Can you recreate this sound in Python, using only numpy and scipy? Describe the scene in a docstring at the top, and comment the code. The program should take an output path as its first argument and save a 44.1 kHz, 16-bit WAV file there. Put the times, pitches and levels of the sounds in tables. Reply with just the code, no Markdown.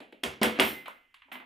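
"""A small room, where a mallet taps a plastic strip into a window frame: three blows, each snap louder.
A dull impact excites the modes of frame and pane, then the strip snaps home with a sharp crack.
The room answers with reverberation and a low boom; a bright sizzle follows the last blow.
Hand and tool click lightly on the frame throughout, and a thin metallic tone lingers."""
import sys
import numpy as np
from scipy import signal
from scipy.fft import rfft, irfft
from scipy.io import wavfile

SR = 44100
rng = np.random.default_rng(int(sys.argv[2]) if len(sys.argv) > 2 else 0)


def unload_wav(signal):
    """Save mono or channel-first audio to the path in sys.argv[1] as 16-bit WAV at rate SR, clipped to [-1, 1]."""
    wavfile.write(
        sys.argv[1],
        SR,
        np.round(np.clip(np.atleast_2d(signal).T, -1, 1) * 32767).astype(np.int16),
    )


N = 63945
T = np.arange(N) / SR
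FREQS = np.maximum(np.fft.rfftfreq(2 ** 16, 1 / SR), 1)

# Spectrum of the quiet air: frequency_hz, gain_db
AIR_SPECTRUM = [(30, -2.5), (70, -2.5), (130, -14), (400, -17), (1000, -16), (2200, -7.5), (3100, -3.5),
                (3700, -23.5), (4500, -28), (14000, -31)]
# Reverberation by band: frequency_hz, tail_t60_s, side_against_mid_db
ROOM_BANDS = [(70, 0.5, -15.5), (250, 0.65, -10.5), (500, .46, -6.5), (1100, 0.43, -0.5), (2200, 0.62, 1.5),
              (3000, 0.49, -9.5), (4216, .47, -55.5), (8040, 0.18, -49), (14000, 0.2, -48)]
# Stereo balance: frequency_hz, right_minus_left_db
STEREO_LEAN = [(60, -1.3), (200, 1), (400, 0), (700, -1), (1300, 1.3), (2300, 4.5), (3000, 2), (3700, 0)]
# Low modes of the room: pitch_hz, level_db, t60_s
ROOM_MODES = [(71.6, 3.5, 0.24), (93, -6, 0.34), (137.7, -3, 0.43), (159.7, -7.5, 0.25)]
# Booms after the blows: start_s, level_db
BOOMS = [(.248, -43), (.435, -41.5), (0.605, -42), (0.686, -52.5)]
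# Pushes on the frame: start_s, level_db, pitch_hz, rise_s, t60_s
PUSHES = [(.007, -40, 294, 0.0036, 0.078), (1.253, -67.5, 270, .005, 0.5), (1.323, -47.5, 250, 0.013, 0.44)]
# Swells of the metallic tone: start_s, level_db, rise_s, t60_s
METAL_SWELLS = [(.60, -44, 0.0079, 1.06), (.745, -34, 0.026, 0.22), (1.318, -47, 0.0067, 0.45)]
# Sizzles after hard contacts: start_s, level_db, rise_s, t60_s
SIZZLES = [(0.609, -24, 0.069, .3), (.89, -68, 0.08, 0.38), (1.32, -52, 0.0054, 0.21)]
# Thin partials in the sizzle: pitch_hz, level_db
SIZZLE_PARTIALS = [(5340, -10), (7600, -9.5), (8930, -1.5), (10750, -6.5), (12250, -5.5), (12400, -9.5),
                   (13380, -9), (13950, -2), (14330, -2.5)]
# Spectrum of the sizzle's noise: frequency_hz, gain_db
SIZZLE_SPECTRUM = [(1000, -48.5), (4000, -6), (7000, -16), (9000, -12), (13000, -4.5), (14100, -0.5),
                   (15200, -5.5), (16000, -23)]
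# Handling clicks: start_s, level_db, bass_db, middle_db, treble_db, room_db
CLICKS = [(.002, -34, 11, 4, -1.5, -0.5), (0.1236, -34.5, 13, -1, -10, -6),
          (0.334, -34.5, 1, 10.5, -18, -15), (.556, -29, 1.5, 3, -8, 6),
          (.8565, -25, -6.5, 4.5, -10.5, -1.5), (1.141, -32.5, -27.5, 1.5, -2.5, -7),
          (1.218, -37.5, -33.5, 4.5, -20, -4), (1.281, -55.5, 13, 17, -22, 0.5),
          (1.3152, -26, -5.5, 8.5, -11.5, -0.5), (1.3195, -27, -12, -12, -13.5, -7.5),
          (1.353, -25, 2, 6.5, -24, -7), (1.399, -32.5, 3, 9.5, -13, -3.5)]
# Spectrum of a click: frequency_hz, gain_db
CLICK_SPECTRUM = [(40, -36), (130, -14.5), (220, 2.5), (550, 1), (750, 1.5), (1000, -1), (1400, -3),
                  (2100, 1), (2800, 3), (3500, 1), (4400, -7.5), (5800, -22.5), (7500, -17), (10500, -16),
                  (14500, -29)]
# Hollow knock of tool on frame: start_s, level_db, pitch_hz, t60_s
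KNOCKS = [(0.8809, -30.5, 1033, 0.036)]
# Spectrum of the knock: frequency_hz, gain_db
KNOCK_SPECTRUM = [(40, -60), (200, -26.5), (520, 4), (750, 2), (1000, 3), (1450, 5), (2000, -14),
                  (4000, -22), (9000, -36)]
# Ticks of the tool's edge: start_s, level_db
TICKS = [(.1238, -47.5), (0.2363, -19.5), (0.4321, -5), (0.602, -7), (0.8811, -29), (1.3201, -37.5)]
# Spectrum of a tick: frequency_hz, gain_db
TICK_SPECTRUM = [(300, -37), (3000, -12.5), (6000, -11), (9000, -4), (13000, -3), (15500, -6)]
# Modes of frame and pane: pitch_hz, level_db, t60_s
PANE_MODES = [(176.4, -17, .35), (220, -3.5, .33), (242.2, -3.5, 0.42), (306.2, -8, .28), (382.7, 0, 0.37),
              (470.6, -8.5, 0.42), (492, -4, 0.51), (635.6, -4.5, .25), (735, -10, .22), (1033, -9, 0.25),
              (1219, -10, 0.13), (1710, -11, 0.096), (2165, -4, 0.47), (2734, -5, 0.22), (3028, -6.5, .26),
              (3354, -3.5, .24)]
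# Weak bass radiation of the frame: frequency_hz, gain_db
FRAME_RADIATION = [(30, -15.5), (70, -11), (120, -3), (200, 1)]
# Dull mallet impacts: start_s, level_db, treble_db, pane_ring_db
THUDS = [(0.2342, -19.5, 20, -15), (0.4153, -2, 0.5, -0.5), (0.5886, -8, -0.5, -5)]
# Spectrum of a thud: frequency_hz, gain_db
THUD_SPECTRUM = [(30, -31.5), (120, -14), (230, 7.5), (550, 0), (1000, -3), (3000, -8), (5500, -22),
                 (10000, -34.5), (15000, -46)]
# Modes of the plastic strip: pitch_hz, level_db, t60_s
STRIP_MODES = [(1700, -22.5, .008), (2180, -7, .014), (2850, -0.5, 0.012), (3238, -7, 0.039),
               (4567, -22, 0.028), (5230, -21, 0.019), (8700, -16.5, .02)]
# Snaps of the strip: start_s, level_db, bass_db, treble_db, room_db, pane_ring_db
SNAPS = [(0.237, -10, 0.5, 1.5, -3.5, -18), (0.4316, -4.5, 1, 1.5, -2, -8), (0.5979, -1, -2.5, -3, 0, -4.5)]
# Spectrum of a snap: frequency_hz, gain_db
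SNAP_SPECTRUM = [(30, -37.5), (120, -13), (230, 3), (650, 2.5), (1400, -3), (2200, -3), (3300, 0.5),
                 (4100, -11), (6600, -18.5), (9000, -14), (14500, -25)]


def undb(db):
    """Amplitude ratio of a level in decibels."""
    return 10 ** (np.asarray(db) / 20)


def fade(t60_s):
    """Exponential damping: the level falls 60 dB in t60_s."""
    return np.exp(-np.log(1000) * T / max(t60_s, 1e-4))


def swell(rise_s, t60_s):
    """Smooth onset followed by exponential damping."""
    return (1 - np.exp(-(T / rise_s) ** 2)) * fade(t60_s)


def at(x, start_s):
    """Pure delay to a start time."""
    k = int(np.clip(start_s * SR, 0, N - 1))
    return np.concatenate([np.zeros(x.shape[:-1] + (k,)), x[..., :N - k]], axis=-1)


def curve(points):
    """Interpolation of (frequency_hz, value) points along log frequency."""
    hz, values = np.array(points).T
    return np.interp(np.log(FREQS), np.log(hz), values)


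def spectrum(x):
    """Fourier transform on the common frequency grid."""
    return rfft(x, 2 * (len(FREQS) - 1))


def colour(x, gain_db):
    """Minimum-phase filter: folding the cepstrum makes the response causal."""
    cepstrum = irfft(np.log(undb(gain_db)))
    cepstrum[1:len(FREQS) - 1] *= 2
    cepstrum[len(FREQS):] = 0
    return irfft(spectrum(x) * np.exp(rfft(cepstrum)))[..., :N]


def tilt(bass_db, middle_db, treble_db):
    """Spectral tilt in dB, due to the place and hardness of a contact."""
    return curve([(560, bass_db), (1000, middle_db), (2800, 0), (7000, treble_db)])


def ring(modes):
    """Free vibration as a superposition of damped sinusoids."""
    return sum(undb(db) * fade(t60) * np.sin(2 * np.pi * hz * T) for hz, db, t60 in modes)


def contact(gain_db, echo):
    """Impact excitation: an impulse and brief chatter, filtered along with the room's answer."""
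    impulse = undb(-2.5) * (T == 0)
    chatter = undb(-9) * rng.standard_normal(N) * fade(t60_s=0.023)
    return colour(impulse + chatter + echo, gain_db)


def air():
    """Ambient noise: faint, steady and largely coherent between the channels."""
    noise = rng.standard_normal(N) + 0.4 * rng.standard_normal((2, N))
    noise = colour(noise, curve(AIR_SPECTRUM))
    return undb(-74) * noise / noise.std()


def room():
    """Diffuse impulse response: dense early reflections and a tail damped band by band."""
    mid, side = spectrum(rng.standard_normal((2, N)))
    side = side * undb(curve([(hz, side_db) for hz, _, side_db in ROOM_BANDS]))
    field = np.array([mid + side, mid - side])
    response = irfft(field)[:, :N] * undb(-12.5) * fade(t60_s=0.24)
    for centre_hz, t60, _ in ROOM_BANDS:
        band = curve([(hz, float(hz == centre_hz)) for hz, _, _ in ROOM_BANDS])
        response = response + irfft(field * band)[:, :N] * undb(-21) * fade(t60)
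    build_s = 0.0075
    return response * (1 - np.exp(-T / build_s))


def room_boom():
    """Standing waves: the room's low modes build up and decay after each blow."""
    rise_s = 0.022
    boom = (1 - np.exp(-(T / rise_s) ** 2)) * ring(ROOM_MODES)
    return sum(at(undb(db) * boom, start) for start, db in BOOMS)


def frame_hum():
    """Damped resonance: each push makes the frame hum softly at one pitch."""
    return sum(at(undb(db) * swell(rise, t60) * np.sin(2 * np.pi * hz * T), start)
               for start, db, hz, rise, t60 in PUSHES)


def metal_tone(pitch_hz=2056):
    """Amplitude modulation: one thin sinusoid swells and dies away three times."""
    envelope = sum(at(undb(db) * swell(rise, t60), start) for start, db, rise, t60 in METAL_SWELLS)
    return envelope * np.sin(2 * np.pi * pitch_hz * T)


def sizzle():
    """Bright noise and inharmonic partials fuse under a common envelope."""
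    fizz = colour(rng.standard_normal(N), curve(SIZZLE_SPECTRUM))
    partials = sum(undb(db) * np.sin(2 * np.pi * (hz * T + rng.random())) for hz, db in SIZZLE_PARTIALS)
    envelope = sum(at(undb(db) * swell(rise, t60), start) for start, db, rise, t60 in SIZZLES)
    return envelope * (fizz / fizz.std() + undb(-7.5) * partials)


def handling_clicks(echoes):
    """Grazing contact: each touch on the frame is a short noise burst with a soft onset."""
    out = 0
    for k, (start, db, bass_db, middle_db, treble_db, room_db) in enumerate(CLICKS):
        graze = undb(-2.5) * rng.standard_normal(N) * swell(rise_s=0.0018, t60_s=0.035)
        echo = undb(room_db) * echoes[k % len(echoes)]
        click = colour(graze + echo, curve(CLICK_SPECTRUM) + tilt(bass_db, middle_db, treble_db))
        out = out + at(undb(db) * click, start)
    return out


def tool_knock(echo):
    """Impact on the frame excites one heavily damped mode, heard as a hollow knock."""
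    out = 0
    for start, db, hz, t60 in KNOCKS:
        body = undb(11) * contact(curve(KNOCK_SPECTRUM), undb(-8.5) * echo)
        mode = swell(rise_s=0.0013, t60_s=t60) * np.sin(2 * np.pi * hz * T)
        out = out + at(undb(db) * (mode + body), start)
    return out


def edge_ticks(echo):
    """Short contact time: the tool's hard edge puts its energy into the high treble."""
    out = 0
    for start, db in TICKS:
        chatter = 0.29 * rng.standard_normal(N) * fade(t60_s=0.021)
        tick = (T == 0) + chatter + undb(-14) * echo
        out = out + at(undb(db) * tick, start)
    return colour(out, curve(TICK_SPECTRUM))


def pane():
    """Modal vibration of frame and pane, with slight detuning and random polarity at each impact."""
    detunes = 1 + 0.0032 * rng.standard_normal(len(PANE_MODES))
    signs = rng.choice([-1, 1], len(PANE_MODES))
    return undb(-28.5) * sum(sign * ring([(hz * detune, db, t60)])
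                             for (hz, db, t60), detune, sign in zip(PANE_MODES, detunes, signs))


def mallet_thuds():
    """Soft impact: the mallet excites the pane's upper modes only weakly."""
    out = 0
    softness_db = curve([(1000, 0.5), (2500, -12.5)])
    for start, db, treble_db, ring_db in THUDS:
        thud = contact(curve(THUD_SPECTRUM) + tilt(0, 0, treble_db), undb(-0.5) * room())
        ringing = colour(pane(), softness_db)
        out = out + at(undb(db) * thud + undb(ring_db) * ringing, start)
    return out


def strip_snaps(common_echo, shared_energy=0.6):
    """Snap-through: a crack rings strip and pane. Nearby snaps share part of the room's response."""
    out = 0
    bass_cut_db = curve([(60, -21.5), (1500, 0.5)])
    strip = colour(undb(-11) * ring(STRIP_MODES), bass_cut_db)
    for start, db, bass_db, treble_db, room_db, ring_db in SNAPS:
        echo = np.sqrt(shared_energy) * common_echo + np.sqrt(1 - shared_energy) * room()
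        crack = contact(curve(SNAP_SPECTRUM), undb(room_db) * echo)
        snap = colour(crack + strip, tilt(bass_db, 0, treble_db))
        out = out + at(undb(db) * snap + undb(ring_db) * pane(), start)
    return out


def blows():
    """Radiation efficiency: the small frame gives off each thud and snap with little deep bass."""
    common_echo = room()
    return colour(mallet_thuds() + strip_snaps(common_echo), curve(FRAME_RADIATION))


def scene():
    """Superposition of all sources; a level difference leans the upper middle band to the right."""
    mix = blows()
    echoes = [room() for _ in range(3)]
    mix = mix + handling_clicks(echoes) + tool_knock(echoes[1]) + edge_ticks(echoes[2])
    mix = mix + room_boom() + frame_hum() + sizzle() + metal_tone() + air()
    lean_db = curve(STEREO_LEAN) / 2
    return irfft(spectrum(mix) * undb([-lean_db, lean_db]))[:, :N]


def record(dry):
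    """Band limiting: a steep elliptic low-pass removes the highest treble."""
    cutoff_hz = 15300
    return signal.sosfilt(signal.ellip(8, 0.2, 70, cutoff_hz, fs=SR, output="sos"), dry)


dry = scene()
out = record(dry)
unload_wav(out)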